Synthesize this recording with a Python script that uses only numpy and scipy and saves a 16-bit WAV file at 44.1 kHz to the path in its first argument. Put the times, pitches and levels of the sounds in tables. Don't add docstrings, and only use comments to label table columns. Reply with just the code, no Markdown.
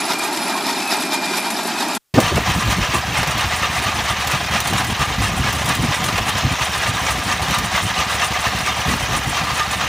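import sys
import numpy as np
from scipy import signal
from scipy.fft import rfft, irfft
from scipy.io import wavfile
from scipy.ndimage import uniform_filter1d

SR = 44100
rng = np.random.default_rng(int(sys.argv[2]) if len(sys.argv) > 2 else 0)


def master(y):
    cut = np.clip(np.atleast_2d(y).T, -1, 1)
    pcm = np.round(cut * 32767)
    wavfile.write(sys.argv[1], SR, pcm.astype(np.int16))


N = 435708
T = np.arange(N) / SR
HZ = np.maximum(np.arange(N // 2 + 1) * SR / N, 1)
GREEN_END_S, DRY_START_S = 1.982, 2.139
# (time of one forward turn/s, length of a swing/s)
GREEN_CRANK, DRY_CRANK = (0.0256, 0.2236), (2.268, 0.22933)

# (t/s, forward level/dB, return level/dB)
GREEN_LOAD = [(0, -24.5, -29), (0.33, -25, -28.5), (0.6, -26.5, -28.5), (0.92, -25, -25.5),
              (1.25, -25.5, -29), (1.45, -25.5, -27.5), (1.68, -30, -30.5), (1.85, -26.5, -28.5)]
DRY_LOAD = [(2.25, -19.5, -27.5), (2.83, -21.5, -20.5), (3.05, -19.5, -33), (3.35, -20.5, -21.5),
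            (3.75, -22, -22), (4.05, -21.5, -24.5), (4.4, -20.5, -27.5), (4.65, -17.5, -25),
            (5.1, -25, -39), (5.55, -20, -29), (5.95, -21, -26), (6.35, -23.5, -27), (6.75, -21, -23),
            (7.2, -19.5, -29), (7.6, -18.5, -27), (8.15, -19, -20.5), (8.7, -21, -26.5), (8.92, -21, -26),
            (9.4, -22.5, -26), (9.85, -21, -23.5)]
# (t/s, added rattle level/dB, frame ring level/dB)
SLAMS = [(0.11, -25.5, -27), (0.43, -30, -30), (0.68, -42, -27), (0.765, -38, -31), (0.925, -33, -23),
         (1.02, -37, -28), (1.135, -38, -28), (1.385, -26, -26), (1.59, -32, -38), (1.944, -28.5, -39),
         (2.271, -40, -33), (2.954, -25, -18.5), (3.646, -36, -17), (3.875, -35, -22), (4.337, -26, -20.5),
         (5.023, -20, -21.5), (5.254, -34, -22), (5.712, -24, -18), (6.292, -19.5, -34), (6.388, -21, -32),
         (6.625, -31, -39), (7.32, -28, -20.5), (7.545, -38, -22.5), (7.785, -33, -20), (8.01, -29, -24),
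         (8.23, -35.5, -18), (8.465, -32, -22.5), (8.68, -23, -46), (9.15, -23, -18), (9.385, -27, -23),
         (9.605, -22, -24)]
# (f/Hz, level/dB)
GREEN_RATTLE = [(320, -25.5), (520, -17.5), (660, -7.5), (934, -3.5), (1170, -9.5), (1370, -11),
                (2240, -12), (2450, -11), (2990, -15.5), (3700, -12.5), (4450, -13), (5200, -14),
                (5900, -19), (8000, -19.5), (9100, -24), (10200, -26), (11200, -27.5), (12100, -24.5),
                (13000, -33)]
DRY_RATTLE = [(240, -22.5), (400, -12), (660, -4), (734, -3.5), (949, -2.5), (1190, -1.5), (1480, -5),
              (1800, -2.5), (2830, -5), (4880, -13.5), (5860, -10), (10600, -39.5), (15000, -27.5)]
# (f/Hz, width/Hz, level/dB)
GREEN_STEEL = [(860, 16, 5.5), (933, 14, -1), (936, 12, -1), (1252, 41, -3), (1366, 45, -2), (1588, 27, 0),
               (1860, 30, -8)]
DRY_STEEL = [(718, 12, 1), (756, 7.7, 4.5), (880, 43, -12), (1000, 54, -2), (1635, 60, -2), (1960, 28, -1),
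             (2450, 19, 3), (2865, 17, 5), (3120, 93, -2.5), (3580, 180, -5.5), (6100, 580, -11)]
# (f/Hz, width/Hz, level/dB)
GREEN_FRAME = [(3730, 130, 6), (4040, 160, 2.5), (4860, 170, -1), (5170, 390, 2.5), (10130, 330, -4),
               (11700, 410, -6)]
DRY_FRAME = [(745, 30, -15), (1184, 11, 0.5), (1211, 18, 7), (1250, 18, -6), (1800, 45, -3),
             (1990, 28, -16), (2720, 70, -4)]
# (f/Hz, level/dB)
GREEN_SOIL = [(1500, -50), (4000, -18), (7000, 7.5), (8200, 11), (9200, 8), (10300, 12), (11200, 9),
              (12200, 7), (15000, -11)]
DRY_SOIL = [(1500, -55), (4000, -5), (7000, 10.5), (9500, 13.5), (12000, -1.5), (15000, 1)]
# (f/Hz, level/dB)
GREEN_EXHAUST = [(60, -53), (125, -19), (185, -3), (260, 3), (400, -0.5), (495, -20), (590, -7), (680, -1),
                 (900, -11.5), (1200, -13), (2500, -41)]
# (f/Hz, pitch wander/Hz)
SQUEAL_TONES = [(2402, 14.9), (2560, 20.3), (9950, 100)]
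# (t/s, low level/dB, middle level/dB, high level/dB)
RUBBING = [(0, 4, -11, 5), (0.07, -4, -18, -1), (0.15, 3, -13, -20), (0.28, 1, -10, -16),
           (0.38, -8, -9, -1), (0.52, 2, -9, -5), (0.62, -3, -7, -12), (0.7, -1, -10, -11),
           (0.91, -3, 5, -4), (1.0, 1, -7, -16), (1.15, 5, -9, -20), (1.38, 2.5, -19, -3),
           (1.55, -2.5, -12, -12), (1.76, -6, -1, -15), (1.95, -1, -8, -16)]
# (t/s, level/dB)
TICKS = [(0.1331, -9), (0.235, -13), (0.3721, -7.5), (1.5025, -8.5), (1.7784, -16), (1.949, -8),
         (2.202, -4), (2.357, -10), (2.72, -8), (3.2741, -10), (3.3794, -11), (4.2728, -6.5), (4.3138, -8),
         (4.6026, -4.5), (4.6734, -8), (4.7333, -10), (4.845, -10), (5.527, -9), (5.6577, -10), (5.75, -7),
         (6.0413, -6), (7.509, -12), (7.585, -6), (7.7634, -12), (9.235, -16)]
# (f/Hz, level/dB)
TICK_COLOUR = [(800, -3), (3000, 1), (6500, 0), (9000, -4), (12000, -6.5), (15000, -5)]
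# (t/s, f/Hz, level/dB)
PINGS = [(0.552, 1074, -19.5), (7.752, 2100, -19)]
# (t/s, f/Hz)
FIRING_RATE = [(2.2, 12.342), (4.8, 12.345), (5.8, 12.37), (7.2, 12.383), (8.5, 12.42), (9.8, 12.40)]
# (f/Hz, width/Hz, level/dB)
ENGINE_BLOCK = [(761, 61, 0.5), (1016, 61, -4.5), (1680, 150, -21)]
# (f/Hz, width/Hz, level/dB)
SILENCER = [(72, 8.8, 3), (112.2, 28, 0.5), (177, 23, -4.5)]
# (f/Hz, level/dB)
GAS_COLOUR = [(40, -22.5), (150, 1), (280, -0.5), (460, -9.5), (900, -4.5), (2500, -22.5)]
# (t/s, level/dB)
WIND_STRENGTH = [(2.14, -16), (2.26, -19), (2.5, -19.5), (2.85, -20.5), (3.05, -25.5), (3.3, -23),
                 (3.65, -33.5), (3.92, -20), (4.2, -27.5), (4.55, -26.5), (4.8, -24), (5.1, -20.5),
                 (5.55, -21.5), (5.85, -23), (6.0, -24), (6.2, -25.5), (6.4, -22), (6.6, -30.5),
                 (7.25, -23.5), (7.53, -22.5), (7.95, -28.5), (8.25, -34), (8.75, -26.5), (8.9, -19),
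                 (9.05, -24), (9.2, -22.5), (9.4, -29), (9.85, -29)]
# (f/Hz, level/dB)
WIND_COLOUR = [(15, -41), (30, -14), (45, 1), (62, 2.5), (110, 2), (180, 1), (320, -9), (600, -18.5),
               (1500, -37)]
# (t/s, level/dB, rough pitch f/Hz)
BUFFETS = [(2.161, -18, 227), (2.182, -12, 297), (2.186, -8, 543), (2.208, -22, 450), (2.32, -21.5, 380),
           (2.355, -18, 123), (2.38, -18, 398), (2.675, -19.5, 97), (2.809, -18, 126), (2.949, -22, 280),
           (3.199, -22.5, 94.5), (3.453, -22, 106), (4.351, -23, 109), (4.734, -21, 187), (5.242, -21, 125),
           (5.403, -18.5, 114), (5.47, -28, 120), (5.599, -31, 102), (5.805, -19.5, 130), (5.844, -18, 198),
           (5.901, -20.5, 130), (6.145, -29, 100), (6.205, -26, 105), (6.456, -15, 120),
           (6.521, -20.5, 172), (6.9, -21, 143), (7.592, -27, 120), (7.855, -20.5, 143),
           (7.989, -27.5, 128), (8.878, -25.5, 210), (8.95, -28, 170), (9.025, -26, 135), (9.175, -27, 180),
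           (9.275, -24, 115)]
# (t/s, level/dB)
KNOCKS = [(3.23, -4), (3.823, -7), (6.085, -4.5), (6.1787, -3), (7.482, -8), (7.5082, -10), (8.8881, -8)]
# (f/Hz, level/dB)
KNOCK_COLOUR = [(100, -35), (400, 1.5), (1000, 1), (2000, 0), (3000, -3), (7000, -13), (15000, -24)]
# (f/Hz, level/dB)
GREEN_WIDTH = [(70, 5), (200, -36), (450, -20), (800, -36), (1400, -28), (3900, -27), (4800, -9.5),
               (7000, -8.5), (9500, -7.5), (13000, -1)]
DRY_WIDTH = [(70, -54), (160, -25.5), (400, -11.5), (750, -28.5), (1300, -37.5), (2400, -26.5),
             (4400, -24.5), (6500, -15), (8500, -7), (11500, 5), (15000, -3.5)]


def undb(db):
    return 10 ** (np.asarray(db) / 20)


def unit(x):
    return x / np.sqrt(np.mean(x ** 2))


def curve(rows):
    return np.interp(T, *np.transpose(rows))


def wander(rate):
    return unit(irfft(rfft(rng.standard_normal(N)) / (1 + (HZ / rate) ** 4), N))


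def colour(x, points, size=8192):
    hz, db = np.transpose(points)
    grid = np.maximum(np.arange(size // 2 + 1) * SR / size, 1)
    gain = undb(np.interp(np.log(grid), np.log(hz), db))
    cepstrum = irfft(np.log(gain))
    cepstrum[1:size // 2] *= 2
    cepstrum[size // 2 + 1:] = 0
    return signal.oaconvolve(x, irfft(np.exp(rfft(cepstrum))))[:N]


def ring(x, notes):
    response = sum(undb(db) / (1 + 1j * (HZ - hz ** 2 / HZ) / width) for hz, width, db in notes)
    return irfft(rfft(x) * response, N)


def low_pass(x, hz):
    return signal.sosfilt(signal.ellip(10, .2, 80, hz, fs=SR, output="sos"), x)


def high_pass(x, hz):
    return signal.sosfilt(signal.butter(3, hz, "high", fs=SR, output="sos"), x)


def shaking(crank, load, return_share, rest_db, rise_s, fall_s, return_s, slam_s, scatter_db):
    turn_s, swing_s = crank
    times, forward_db, return_db = np.transpose(load)
    swings = (T - turn_s) / swing_s
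    from_forward = ((swings + .5) % 1 - .5) * swing_s
    from_return = ((swings - return_share + .5) % 1 - .5) * swing_s
    width_s = np.where(from_forward < 0, rise_s, fall_s)
    forward = undb(np.interp(T, times, forward_db)) ** 2 * np.exp(-.5 * (from_forward / width_s) ** 2)
    back = undb(np.interp(T, times, return_db)) ** 2 * np.exp(-.5 * (from_return / return_s) ** 2)
    slams = sum(undb(db) ** 2 * np.exp(-.5 * np.minimum(((T - when) / slam_s) ** 2, 100))
                for when, db, _ in SLAMS)
    unevenness = undb(scatter_db * wander(10)) ** 2
    return np.sqrt(undb(rest_db) ** 2 + (forward + back + slams) * unevenness)


def clinks(rate, ring_s, spread_db):
    out = np.zeros(N + SR)
    for when, pitch, size in rng.random((int(rate * N / SR), 3)):
        hz = 700 * 20 ** pitch
        decay = np.log(1000) / ring_s * np.sqrt(hz / 1000)
        t = T[:int(SR * np.log(30) / decay)]
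        strength = np.sqrt(hz * decay) * undb(spread_db * size)
        start = int(when * N)
        out[start:start + len(t)] += strength * np.exp(-decay * t) * np.sin(2 * np.pi * hz * t)
    return unit(out[:N])


def impacts(rate, spread_db, tail_s, tail_db):
    size = (rng.random(N) < rate / SR) * undb(spread_db * np.minimum(rng.standard_normal(N), 2))
    fade = np.sqrt(signal.lfilter([1], [1, -np.exp(-2 / (tail_s * SR))], size ** 2))
    hits = unit(size * rng.choice([-1, 1], N))
    scrapes = unit(fade * rng.standard_normal(N))
    return unit(hits + undb(tail_db) * scrapes)


def sieve(shake, contacts, rattle, steel, rattle_db, steel_db):
    force = shake * contacts
    clatter = undb(rattle_db) * unit(colour(force, rattle))
    ringing = undb(steel_db) * unit(ring(force, steel))
    return (clatter + ringing) * np.std(force)


def frame(shake, notes, hardness, lag_s, db):
    blow = (np.interp(T - lag_s, T, shake) / np.median(shake)) ** hardness
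    chatter = impacts(rate=450, spread_db=1.5, tail_s=0.0012, tail_db=5)
    return undb(db) * ring(blow * chatter, notes) / np.std(ring(chatter, notes))


def soil(shake, grains, tone, throw, lumps_db, db):
    hiss = unit(colour(grains, tone))
    lumps = undb(db + lumps_db * np.tanh(wander(16)))
    return hiss * lumps * unit(shake ** throw)


def diesel(firing_hz, cylinders_db, exhaust, drift, scatter_db, gas_db, puff_cycles, db):
    phase = np.cumsum(firing_hz * (1 + drift * wander(1.43))) / SR
    firings = np.flatnonzero(np.diff(np.floor(phase)))
    chance = rng.standard_normal(N)[:len(firings)]
    pulses = np.zeros(N)
    pulses[firings] = undb(np.resize(cylinders_db, len(firings)) + scatter_db * chance)
    gas = np.exp(-(phase % 1) / puff_cycles) * rng.standard_normal(N)
    flow = unit(pulses - pulses.mean()) + undb(gas_db) * unit(gas)
    return undb(db) * unit(colour(flow, exhaust))


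def squeal(shake, follow, waver_db, db):
    pressure = unit(shake ** follow)
    times, *levels = np.transpose(RUBBING)
    out = 0
    for (hz, wander_hz), level in zip(SQUEAL_TONES, levels):
        slips = .5 * wander(70)
        pitch = hz + wander_hz * wander(25.8)
        tone = np.sin(2 * np.pi * np.cumsum(pitch) / SR + slips)
        rough_tone = unit(tone * undb(waver_db * wander(72)))
        out += rough_tone * undb(np.interp(T, times, level) + db)
    return pressure * out


def clangs(notes, contact_s, db):
    t = T[:SR // 5]
    one_hit = sum(undb(note_db) * width * np.exp(-np.pi * width * t) * np.sin(2 * np.pi * hz * t)
                  for hz, width, note_db in notes)
    lead_s = .05
    contact = np.exp(-.5 * ((t - lead_s) / contact_s) ** 2)
    out = np.zeros(N + SR)
    for when, _, ring_db in SLAMS:
        tone = signal.fftconvolve(contact * rng.standard_normal(len(t)), one_hit)[:len(t)]
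        loudest = np.sqrt(uniform_filter1d(tone ** 2, size=512).max())
        start = max(int((when - lead_s - contact_s / 2) * SR), 0)
        out[start:start + len(t)] += undb(ring_db + db) * tone / loudest
    return out[:N]


def cracks(rows, tone, decay_s, db):
    blows = np.zeros(N)
    for when, level_db in rows:
        blows[int(when * SR)] = undb(level_db + db)
    fade = signal.lfilter([1], [1, -np.exp(-1 / (decay_s * SR))], blows)
    return fade * unit(colour(rng.standard_normal(N), tone))


def pings(ring_s):
    out = np.zeros(N)
    for when, hz, db in PINGS:
        t = np.maximum(T - when, 0)
        fade = np.exp(-np.log(1000) * np.minimum(t / ring_s, 2))
        out += undb(db) * fade * np.sin(2 * np.pi * hz * t)
    return out


def green_field(strikes):
    shake = shaking(GREEN_CRANK, GREEN_LOAD, return_share=0.46, rest_db=-28.5,
                    rise_s=0.031, fall_s=0.027, return_s=0.024, slam_s=0.0086, scatter_db=-1.9)
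    jingle = clinks(rate=700, ring_s=.09, spread_db=12)
    contacts = unit(impacts(rate=2000, spread_db=-2, tail_s=0.0084, tail_db=10) + undb(-7) * jingle)
    rods = sieve(shake, contacts, GREEN_RATTLE, GREEN_STEEL, rattle_db=0.5, steel_db=-8)
    clang = frame(shake, GREEN_FRAME, hardness=2.4, lag_s=0.0018, db=-36.5)
    clang += clangs(GREEN_FRAME, contact_s=0.011, db=-1)
    grains = impacts(rate=500, spread_db=17, tail_s=0.013, tail_db=15)
    crumbs = soil(shake, grains, GREEN_SOIL, throw=0.47, lumps_db=11.5, db=-42)
    engine = diesel(firing_hz=77, cylinders_db=[-2, -11, 6, -7], exhaust=GREEN_EXHAUST,
                    drift=0.006, scatter_db=8.5, gas_db=7, puff_cycles=2.2, db=-27)
    rubbing = squeal(shake, follow=0.5, waver_db=4, db=-33.5)
    whole = rods + clang + crumbs + strikes + engine + rubbing
    return low_pass(high_pass(whole, hz=88.6), hz=13100)


def one_cylinder(knock_s, slap_s, valve_s, push_s, scatter_db, knock_db, thump_db, gas_db):
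    rate = curve(FIRING_RATE)
    phase = np.cumsum(rate) / SR
    phase -= np.interp(2.216, T, phase)
    since_s = phase % 1 / rate
    cycle = (np.floor(phase) - np.floor(phase[0])).astype(int)
    size = undb(scatter_db * rng.standard_normal(N)[cycle])

    def burst(after_s, decay_s):
        fade = (since_s >= after_s) * np.exp(-abs(since_s - after_s) / decay_s)
        return size * fade * rng.standard_normal(N)

    knock = ring(burst(0, knock_s) + burst(slap_s, knock_s), ENGINE_BLOCK)
    thump = ring(size * np.exp(-.5 * ((since_s - valve_s) / push_s) ** 2), SILENCER)
    gas = colour(burst(valve_s, decay_s=0.038), GAS_COLOUR)
    return undb(knock_db) * unit(knock) + undb(thump_db) * unit(thump) + undb(gas_db) * unit(gas)


def dry_field(strikes):
    shake = shaking(DRY_CRANK, DRY_LOAD, return_share=0.52, rest_db=-24.5,
                    rise_s=0.025, fall_s=0.019, return_s=0.02, slam_s=0.0079, scatter_db=0.5)
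    jingle = clinks(rate=600, ring_s=.1, spread_db=13)
    contacts = unit(impacts(rate=1100, spread_db=2.5, tail_s=0.011, tail_db=8) + undb(-7.5) * jingle)
    rods = sieve(shake, contacts, DRY_RATTLE, DRY_STEEL, rattle_db=-0.69, steel_db=-12.5)
    clang = frame(shake, DRY_FRAME, hardness=1.57, lag_s=0.0048, db=-33)
    clang += clangs(DRY_FRAME, contact_s=.011, db=-.5)
    grains = impacts(rate=700, spread_db=13, tail_s=0.018, tail_db=19)
    crumbs = soil(shake, grains, DRY_SOIL, throw=1, lumps_db=7, db=-38.5)
    engine = one_cylinder(knock_s=0.0035, slap_s=.009, valve_s=.0245, push_s=0.001,
                          scatter_db=1.75, knock_db=-33, thump_db=-31.5, gas_db=-37.5)
    return high_pass(rods + clang + crumbs + strikes + engine, hz=42)


def wind(steady_db, flutter_db, flutter_hz, buffet_db, buffet_s):
    puffs = undb(flutter_db * np.tanh(wander(flutter_hz)))
    rumble = colour(rng.standard_normal(N), WIND_COLOUR)
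    out = unit(rumble * puffs) * undb(curve(WIND_STRENGTH) + steady_db)
    t = np.arange(-SR // 10, SR // 10) / SR
    for when, db, hz in BUFFETS:
        band = signal.butter(2, [0.37 * hz, 1.06 * hz * (1 + hz / 1200)], "band", fs=SR, output="sos")
        swirl = signal.sosfilt(band, rng.standard_normal(len(t)))
        width_s = buffet_s * np.sqrt(120 / hz)
        swell = np.exp(-.5 * (t / width_s) ** 2)
        thump = undb(db + buffet_db) * unit(swirl * swell) / unit(swell).max()
        start = int(when * SR) - len(t) // 2
        out[start:start + len(t)] += thump[:N - start]
    return out


def spread(x, width):
    side = np.real(signal.hilbert(colour(x, width)) * np.exp(1j * np.pi * wander(26)))
    return np.array([x + side, x - side])


def scene():
    green_on = np.clip((GREEN_END_S - T) / 0.0098, 0, 1)
    dry_on = np.clip((T - DRY_START_S) / .003, 0, 1)
    strikes = cracks(TICKS, TICK_COLOUR, decay_s=0.008, db=-11.5) + pings(ring_s=.2)
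    knocks = cracks(KNOCKS, KNOCK_COLOUR, decay_s=0.014, db=-12)
    machines = spread(green_on * green_field(strikes), GREEN_WIDTH)
    machines += spread(dry_on * dry_field(strikes), DRY_WIDTH) + knocks
    gusts = wind(steady_db=-4.5, flutter_db=8.5, flutter_hz=20.8, buffet_db=2, buffet_s=0.015)
    balance = undb([[-0.125], [0.125]])
    return balance * machines + dry_on * high_pass(gusts, hz=47.6)


def record(dry):
    hiss = undb(-66.5) * rng.standard_normal(N)
    return low_pass(np.clip(dry + hiss, -1, 1), hz=15450)


dry = scene()
out = record(dry)
master(out)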